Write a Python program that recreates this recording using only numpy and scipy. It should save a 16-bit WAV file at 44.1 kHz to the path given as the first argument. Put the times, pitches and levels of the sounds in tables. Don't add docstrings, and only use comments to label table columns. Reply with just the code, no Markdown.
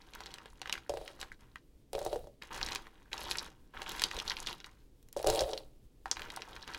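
import sys
import numpy as np
from scipy import signal
from scipy.fft import rfft, irfft
from scipy.io import wavfile

SR = 44100
rng = np.random.default_rng(int(sys.argv[2]) if len(sys.argv) > 2 else 0)


def file_out(sig):
    cols = np.atleast_2d(sig).T
    lim = np.clip(cols, -1, 1)
    pcm = np.round(lim * 32767).astype(np.int16)
    wavfile.write(sys.argv[1], SR, pcm)


N = 298998
TIME = np.arange(N) / SR

# frequency_hz, level_db
HUSH_SPECTRUM = [(60, -25), (130, -10), (220, -3), (300, 0), (370, -6), (470, -6), (600, -16), (850, -21),
                 (1500, -29), (3500, -27), (6000, -32), (10000, -36), (16000, -54)]
# frequency_hz, level_db
RUMBLE_SPECTRUM = [(8, -6), (16, 8), (25, -1), (50, 0.5), (63, -2.5), (80, -15.5), (100, -10), (125, -8.5),
                   (165, -18), (200, -20), (320, -44)]
# start_s, length_s, level_db
TOUCHES = [(0, 0.5, -66), (.55, 0.66, -72.5), (1.49, 0.038, -75.5), (2.8, 0.29, -73), (3.6, 0.23, -79.5),
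           (4.55, 0.22, -76.5), (4.75, 0.077, -84), (6.06, 0.081, -64.5)]
# start_s, length_s, scrape_db, edge_db
PUSHES = [(0.14, 0.24, -59.5, -66), (0.615, 0.19, -62, -74), (1.05, 0.14, -70.5, -70),
          (1.19, 0.048, -59, -57.5), (1.39, 0.043, -66.5, -77), (2.414, 0.024, -55, -83),
          (2.505, 0.24, -49.5, -50), (2.7, 0.14, -63, -66), (3.115, 0.34, -50.5, -48.5),
          (3.735, 0.12, -52.5, -66), (3.86, 0.23, -50.5, -45), (4.13, 0.082, -51.5, -48),
          (4.25, 0.094, -52.5, -45.5), (4.37, 0.093, -60, -50), (4.465, 0.071, -54.5, -48),
          (4.64, 0.027, -60, -85), (6.15, .15, -53.5, -77), (6.31, 0.23, -62, -63.5),
          (6.48, 0.51, -62.5, -62.5), (6.67, 0.25, -60, -64)]
# frequency_hz, level_db
SCRAPE_SPECTRUM = [(100, -14), (200, -6), (320, -4), (550, -6), (950, -4), (1400, -1), (2200, -3.5),
                   (3200, -6), (5000, -16), (9000, -26.5)]
# frequency_hz, level_db
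EDGE_SPECTRUM = [(1500, -51.5), (2800, -5), (4200, 1.5), (6000, -5), (8000, -10.5), (9200, -17.5),
                 (10300, -9), (12000, -13), (16000, -30.5)]
# pitch_hz, width_hz, gain_db
PILE_MODES = [(164, 93, 11.5), (320, 55, 6.5), (415, 110, -0.5), (799, 98, -1), (908, 67, -11),
              (1015, 39, 3), (1550, 180, -6.5), (2830, 71, -10.5)]
# start_s, level_db, pitch_hz, width_octaves
CLICKS = [(0.136, -48.5, 3320, .45), (0.151, -48, 3080, 1.1), (0.2056, -44.5, 1450, 0.96),
          (0.26, -45.5, 3500, 0.55), (0.3407, -43, 3660, 0.7), (0.3847, -49, 2130, 0.57),
          (0.458, -50.5, 1360, 0.98), (0.6169, -39.5, 1560, .86), (0.6581, -41.5, 1690, 0.45),
          (0.675, -45, 2270, .48), (0.6964, -35.5, 2260, 0.55), (0.7266, -29, 3700, 0.54),
          (0.7402, -41, 1900, 0.54), (0.754, -41, 1820, 0.32), (0.7788, -44, 1790, 0.5),
          (0.895, -40, 4200, 0.56), (0.9726, -47.5, 2720, 0.5), (1.0784, -43, 2830, 0.57),
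          (1.2139, -39.5, 3780, 0.59), (1.229, -41.5, 1740, 0.69), (1.3182, -45, 1880, 0.15),
          (1.558, -43, 1850, .31), (1.932, -42.5, 4600, 0.84), (1.952, -43, 3020, 0.36),
          (1.991, -45, 4290, 0.78), (2.05, -44, 7140, 0.68), (2.4225, -43, 2920, 0.44),
          (2.545, -46, 3000, .65), (2.614, -36.5, 2130, 0.61), (2.6636, -38, 4700, 0.38),
          (2.6873, -38.5, 2820, 0.59), (2.721, -37, 3730, 0.36), (2.75, -37, 3200, 0.91),
          (2.7586, -33, 3200, 0.53), (2.8692, -50.5, 1480, 0.74), (3.131, -33.5, 3530, 0.37),
          (3.1794, -40.5, 4200, 0.37), (3.284, -45, 3270, 0.37), (3.3123, -29.5, 3680, 0.42),
          (3.3558, -38.5, 2250, 0.47), (3.385, -31.5, 4040, 0.45), (3.8187, -38.5, 1970, 0.76),
          (3.8927, -40.5, 3340, 1.1), (3.919, -43, 3620, 1.1), (3.996, -35.5, 3800, 0.43),
          (4.0194, -30, 2700, 0.83), (4.0385, -22.5, 4200, 0.44), (4.1132, -37, 2150, 0.55),
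          (4.1669, -40.5, 4180, .46), (4.1895, -36, 4000, 0.37), (4.2001, -35, 3200, 0.4),
          (4.3064, -35.5, 2600, 0.43), (4.3176, -35.5, 2840, .42), (4.3686, -38, 3060, .35),
          (4.3873, -46, 2460, 0.31), (4.471, -34.5, 3730, 0.38), (4.487, -39.5, 3020, 0.27),
          (4.529, -42, 2960, 0.4), (4.6024, -49, 3270, 0.4), (4.6439, -44.5, 2440, 0.49),
          (5.028, -63, 7640, 1), (5.087, -59, 6730, 1.1), (5.128, -47, 9350, 0.84),
          (5.1713, -45.5, 6100, 0.51), (5.2281, -45.5, 4430, 0.84), (5.2714, -30, 5740, 0.59),
          (5.3007, -30, 5830, 0.45), (5.393, -29.5, 4560, 0.26), (5.4078, -32, 5270, 0.43),
          (5.4921, -52, 4650, .6), (5.5336, -37, 3980, 0.3), (5.5768, -37.5, 4080, 0.24),
          (6.0579, -38, 1013, 0.58), (6.114, -25, 5170, 0.26), (6.169, -40.5, 1800, 0.51),
          (6.195, -43, 2410, 0.63), (6.2195, -40.5, 1680, 0.57), (6.303, -41.5, 2770, 0.37),
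          (6.363, -41.5, 5940, 0.63), (6.3723, -41.5, 1100, 0.43), (6.4201, -40.5, 2880, 0.46),
          (6.564, -45, 2530, 0.43), (6.6772, -44.5, 2020, 0.81), (6.747, -37.5, 2230, 0.46)]
# start_s, level_db
LANDINGS = [(0.895, -22), (0.902, -29), (0.938, -26), (0.971, -29), (1.013, -34.5), (1.932, -28),
            (1.95, -23), (1.981, -27.5), (2.015, -27), (2.05, -45), (2.063, -21), (2.129, -22.5),
            (2.144, -32), (2.159, -23.5), (2.242, -42), (2.271, -38.5), (5.165, -23.5), (5.199, -29.5),
            (5.244, -19), (5.265, -18), (5.283, -17.5), (5.299, -17.5), (5.346, -24), (5.375, -30),
            (5.405, -23.5), (5.418, -19), (5.496, -30), (5.532, -25.5)]
# pitch_hz, level_db, t60_s
TABLE_MODES = [(378, -5, 0.067), (441, -3.5, 0.058), (459.6, 5.5, 0.088), (557, 7.5, 0.12),
               (604.7, 3.5, 0.11), (674, 9, 0.058), (752, -1, 0.036), (806, -5.5, 0.083), (900, -39, .04)]
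# start_s, length_s, drum_db, crackle_db
TUMBLES = [(0.897, 0.19, -51, -61), (1.932, 0.21, -43, -56), (5.163, 0.036, -39, -53.5),
           (5.262, 0.13, -29.5, -42.5), (5.47, 0.05, -40.5, -57)]
# frequency_hz, level_db
CRACKLE_SPECTRUM = [(200, -23), (600, -5), (1200, -8), (2200, -9), (4000, -1), (6500, -13), (9000, -10),
                    (10200, -9), (12000, -19), (16000, -16)]
# frequency_hz, t60_s
ROOM_DECAY = [(200, 0.63), (1000, 0.11), (4000, 0.19), (14000, 0.23)]

SCRAPE_SHAPE = dict(attack_s=0.0033, swell_db=4, fall_db_per_s=188)
EDGE_SHAPE = dict(attack_s=0.0033, swell_db=9, fall_db_per_s=237.5)
DRUM_SHAPE = dict(attack_s=0.0017, swell_db=1.5, fall_db_per_s=157)
CRACKLE_SHAPE = dict(attack_s=0.0017, swell_db=1.5, fall_db_per_s=149)
LEAD_SAMPLES, ATTACK_SAMPLES = 130, 350


def amp(db):
    return 10 ** (np.asarray(db) / 20)


def unit(x):
    return x / np.sqrt(np.mean(x ** 2) + 1e-20)


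def value_at(points, hz):
    table_hz, value = np.transpose(points)
    return np.interp(np.log(hz + 1), np.log(table_hz + 1), value)


def add(mix, start_s, sound):
    part = mix[max(round(start_s * SR), 0):][:len(sound)]
    part += sound[:len(part)]


def convolve(x, response):
    return signal.oaconvolve(x, response)[:len(x)]


def pulse(level_db, size=2048):
    hz = abs(np.fft.fftfreq(size, 1 / SR))
    log_gain = np.log(amp(np.maximum(level_db(hz), -90)))
    minimum_phase = np.exp(np.conj(signal.hilbert(log_gain)))
    return np.fft.ifft(minimum_phase).real[:size // 2]


def colour(x, spectrum):
    return unit(convolve(x, pulse(lambda hz: value_at(spectrum, hz))))


def noise(spectrum):
    gain = amp(value_at(spectrum, np.fft.rfftfreq(N, 1 / SR)))
    return unit(irfft(rfft(rng.standard_normal(N)) * gain, N))


def drift(span_s):
    knots = rng.standard_normal(4000)
    return unit(np.interp(TIME / span_s, np.arange(len(knots)), knots))


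def grains(per_s, spread_db, count=9000):
    gaps, strength = rng.exponential(1, (2, count))
    height = amp(spread_db * np.minimum(strength, 3)) * rng.choice([-1, 1], count)
    at = (np.cumsum(gaps) * SR / per_s).astype(int)
    return np.bincount(at[at < N], height[at < N], N)


def strokes(rows, db_column, attack_s, swell_db, fall_db_per_s):
    gain = np.zeros(N)
    for row in rows:
        start_s, length_s = row[:2]
        t = np.arange(0, length_s + 1, 1 / SR)
        sag = (2 * np.minimum(t / length_s, 1) - 1) ** 2
        level_db = row[db_column] - swell_db * sag - fall_db_per_s * np.maximum(t - length_s, 0)
        add(gain, start_s, np.minimum(t / attack_s, 1) * amp(level_db))
    return gain


def room_tone(level_db=-69):
    return amp(level_db) * noise(HUSH_SPECTRUM)


def table_rumble(steady_db=-59.5, push_db=-2.5, thud_db=-23, thud_s=0.049, uneven_db=2):
    rumble = unit(noise(RUMBLE_SPECTRUM) * amp(uneven_db * drift(0.043)))
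    pushed = amp(push_db) * strokes(PUSHES, db_column=2, **SCRAPE_SHAPE)
    thud_power, t = np.zeros(N), np.arange(SR // 2) / SR
    for start_s, level_db in LANDINGS:
        add(thud_power, start_s, (amp(level_db + thud_db) * np.exp(-t / thud_s)) ** 2)
    return rumble * np.sqrt(amp(steady_db) ** 2 + pushed ** 2 + thud_power)


def knock(pitch_hz, octaves, jostle_db, jostle_s, skirt_db, scuff_db=-15, scuff_s=0.00098, size=1400):
    def band_db(hz):
        bell = np.exp(-(np.log2((hz + 1) / pitch_hz) / max(octaves, .2) / 2) ** 2)
        skirt = amp(skirt_db) * hz / (hz + 250) / (1 + (hz / 8000) ** 2)
        return 20 * np.log10(bell + skirt)
    t = (np.arange(size) - LEAD_SAMPLES) / SR
    grit = rng.standard_normal(size)
    chatter = grit * (t > 0) * np.exp(-abs(t) / jostle_s)
    chatter *= amp(jostle_db) / np.linalg.norm(chatter)
    scuff = grit * (t < 0) * np.exp(-abs(t) / scuff_s)
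    scuff *= amp(scuff_db) / np.linalg.norm(scuff)
    return convolve(scuff + (t == 0) + chatter, pulse(band_db))


def rattle(per_s, spread_db, hiss_db, slip_db, drift_db, bands=36):
    contacts = np.zeros(N)
    for pitch_hz in np.geomspace(500, 15000, bands):
        contact = knock(pitch_hz, octaves=.33, jostle_db=-4, jostle_s=.0012, skirt_db=-32)
        hits = grains(per_s / bands, spread_db) * amp(drift_db * drift(0.024))
        contacts += convolve(hits, unit(contact) * np.sqrt(pitch_hz))
    slips = unit(grains(per_s / 3, spread_db))
    return unit(contacts) + amp(slip_db) * slips + amp(hiss_db) * rng.standard_normal(N)


def stirring(touch_edge_db=-3.5, hollow_hz=960, hollow_db=-1):
    touch = strokes(TOUCHES, db_column=2, **SCRAPE_SHAPE)
    effort = np.hypot(touch, strokes(PUSHES, db_column=2, **SCRAPE_SHAPE))
    bite = np.hypot(amp(touch_edge_db) * touch, strokes(PUSHES, db_column=3, **EDGE_SHAPE))
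    settle = settling()
    dense = rattle(per_s=3000, spread_db=7, hiss_db=-4.5, slip_db=-4, drift_db=6)
    sparse = rattle(per_s=450, spread_db=7, hiss_db=-12, slip_db=-10.5, drift_db=4)
    scrape = colour(dense, SCRAPE_SPECTRUM) * np.hypot(effort, settle)
    edge = colour(sparse, EDGE_SPECTRUM) * np.hypot(bite, settle)
    hollow = signal.lfilter(*signal.iirpeak(hollow_hz, Q=5, fs=SR), scrape)
    return scrape + amp(hollow_db) * hollow + edge + light_clicks(effort)


def light_clicks(effort, per_s=40, gain_db=-5, bands=6):
    out = np.zeros(N)
    for pitch_hz in np.geomspace(1300, 6000, bands):
        click = knock(pitch_hz, octaves=0.51, jostle_db=0.5, jostle_s=0.0024, skirt_db=-16, scuff_db=-10)
        hits = effort * grains(per_s / bands, spread_db=2.3)
        out += convolve(hits, click / np.std(click[:ATTACK_SAMPLES]))
    return amp(gain_db) * out


def pile_ring(contacts):
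    ring = np.zeros(N)
    for pitch_hz, width_hz, gain_db in PILE_MODES:
        resonator = signal.iirpeak(pitch_hz, pitch_hz / width_hz, SR)
        ring += amp(gain_db) * signal.lfilter(*resonator, contacts)
    return contacts + ring


def bean_clicks(gain_db=-3):
    out = np.zeros(N)
    for start_s, level_db, pitch_hz, octaves in CLICKS:
        lightness_db = -40 - level_db
        click = knock(pitch_hz, octaves, jostle_db=1 + 0.12 * lightness_db, jostle_s=0.0018,
                      skirt_db=-20, scuff_db=-20.5 + 0.3 * lightness_db)
        click /= np.std(click[:ATTACK_SAMPLES])
        add(out, start_s - LEAD_SAMPLES / SR, amp(level_db + gain_db) * click)
    return out


def settling(gain_db=-19, decay_s=0.015):
    gain, t = np.zeros(N), np.arange(SR // 4) / SR
    for start_s, level_db, _, _ in CLICKS:
        add(gain, start_s, amp(level_db + gain_db) * np.exp(-t / decay_s))
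    return gain


def table_ring(uneven_db=3, detune=0.05, size=6000):
    t = np.arange(size) / SR
    pitch_hz, level_db, t60_s = np.transpose(TABLE_MODES)[:, :, None]
    blend, shift = rng.standard_normal((2, len(TABLE_MODES), 1))
    decay = amp(level_db + uneven_db * blend - 60 * t / t60_s)
    ring = (decay * np.sin(2 * np.pi * pitch_hz * (1 + detune * shift) * t)).sum(0)
    return ring / abs(ring).max()


def tumbling(snap_db=-14, patter_db=-4):
    landings, snaps = np.zeros(N), np.zeros(N)
    for start_s, level_db in LANDINGS:
        add(landings, start_s, amp(level_db) * table_ring())
        snap = knock(pitch_hz=4200, octaves=0.62, jostle_db=2.5, jostle_s=0.0036, skirt_db=-35)
        add(snaps, start_s - .002, amp(level_db + snap_db) * snap / abs(snap).max())
    patter = unit(sum(convolve(grains(per_s=50, spread_db=1.5), table_ring()) for _ in range(8)))
    patter *= amp(patter_db) * strokes(TUMBLES, db_column=2, **DRUM_SHAPE)
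    low_cut = signal.butter(7, 320, "high", fs=SR, output="sos")
    drumming = signal.sosfilt(low_cut, landings + patter)
    paper = rattle(per_s=740, spread_db=6, hiss_db=-2, slip_db=-13.5, drift_db=1)
    crackle = colour(paper, CRACKLE_SPECTRUM) * strokes(TUMBLES, db_column=3, **CRACKLE_SHAPE)
    return drumming + snaps + crackle


def room(direct, near_db=-9, near_s=0.007, tail_db=-14, dull_hz=7500, size=16000):
    t = np.arange(size) / SR
    near = rng.standard_normal(size) * (rng.random(size) < .1)
    near *= (t > .002) * np.exp(-t / near_s)
    hz, frame_s, bands = signal.stft(rng.standard_normal(size) * (t > .008), SR, nperseg=256)
    decay = amp(-60 * frame_s / value_at(ROOM_DECAY, hz)[:, None])
    tail = signal.istft(bands * decay, SR, nperseg=256)[1][:size]
    echoes = amp(near_db) * near / np.linalg.norm(near) + amp(tail_db) * tail / np.linalg.norm(tail)
    return direct + convolve(direct, signal.lfilter(*signal.butter(2, dull_hz, fs=SR), echoes))


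def scene():
    beans = pile_ring(bean_clicks() + stirring()) + tumbling()
    return (room(beans) + table_rumble() + room_tone())[None]


def record(dry):
    band_limit = signal.firwin(401, 16000, window=("kaiser", 8), fs=SR)
    return signal.oaconvolve(dry, band_limit[None], "same")


dry = scene()
out = record(dry)
file_out(out)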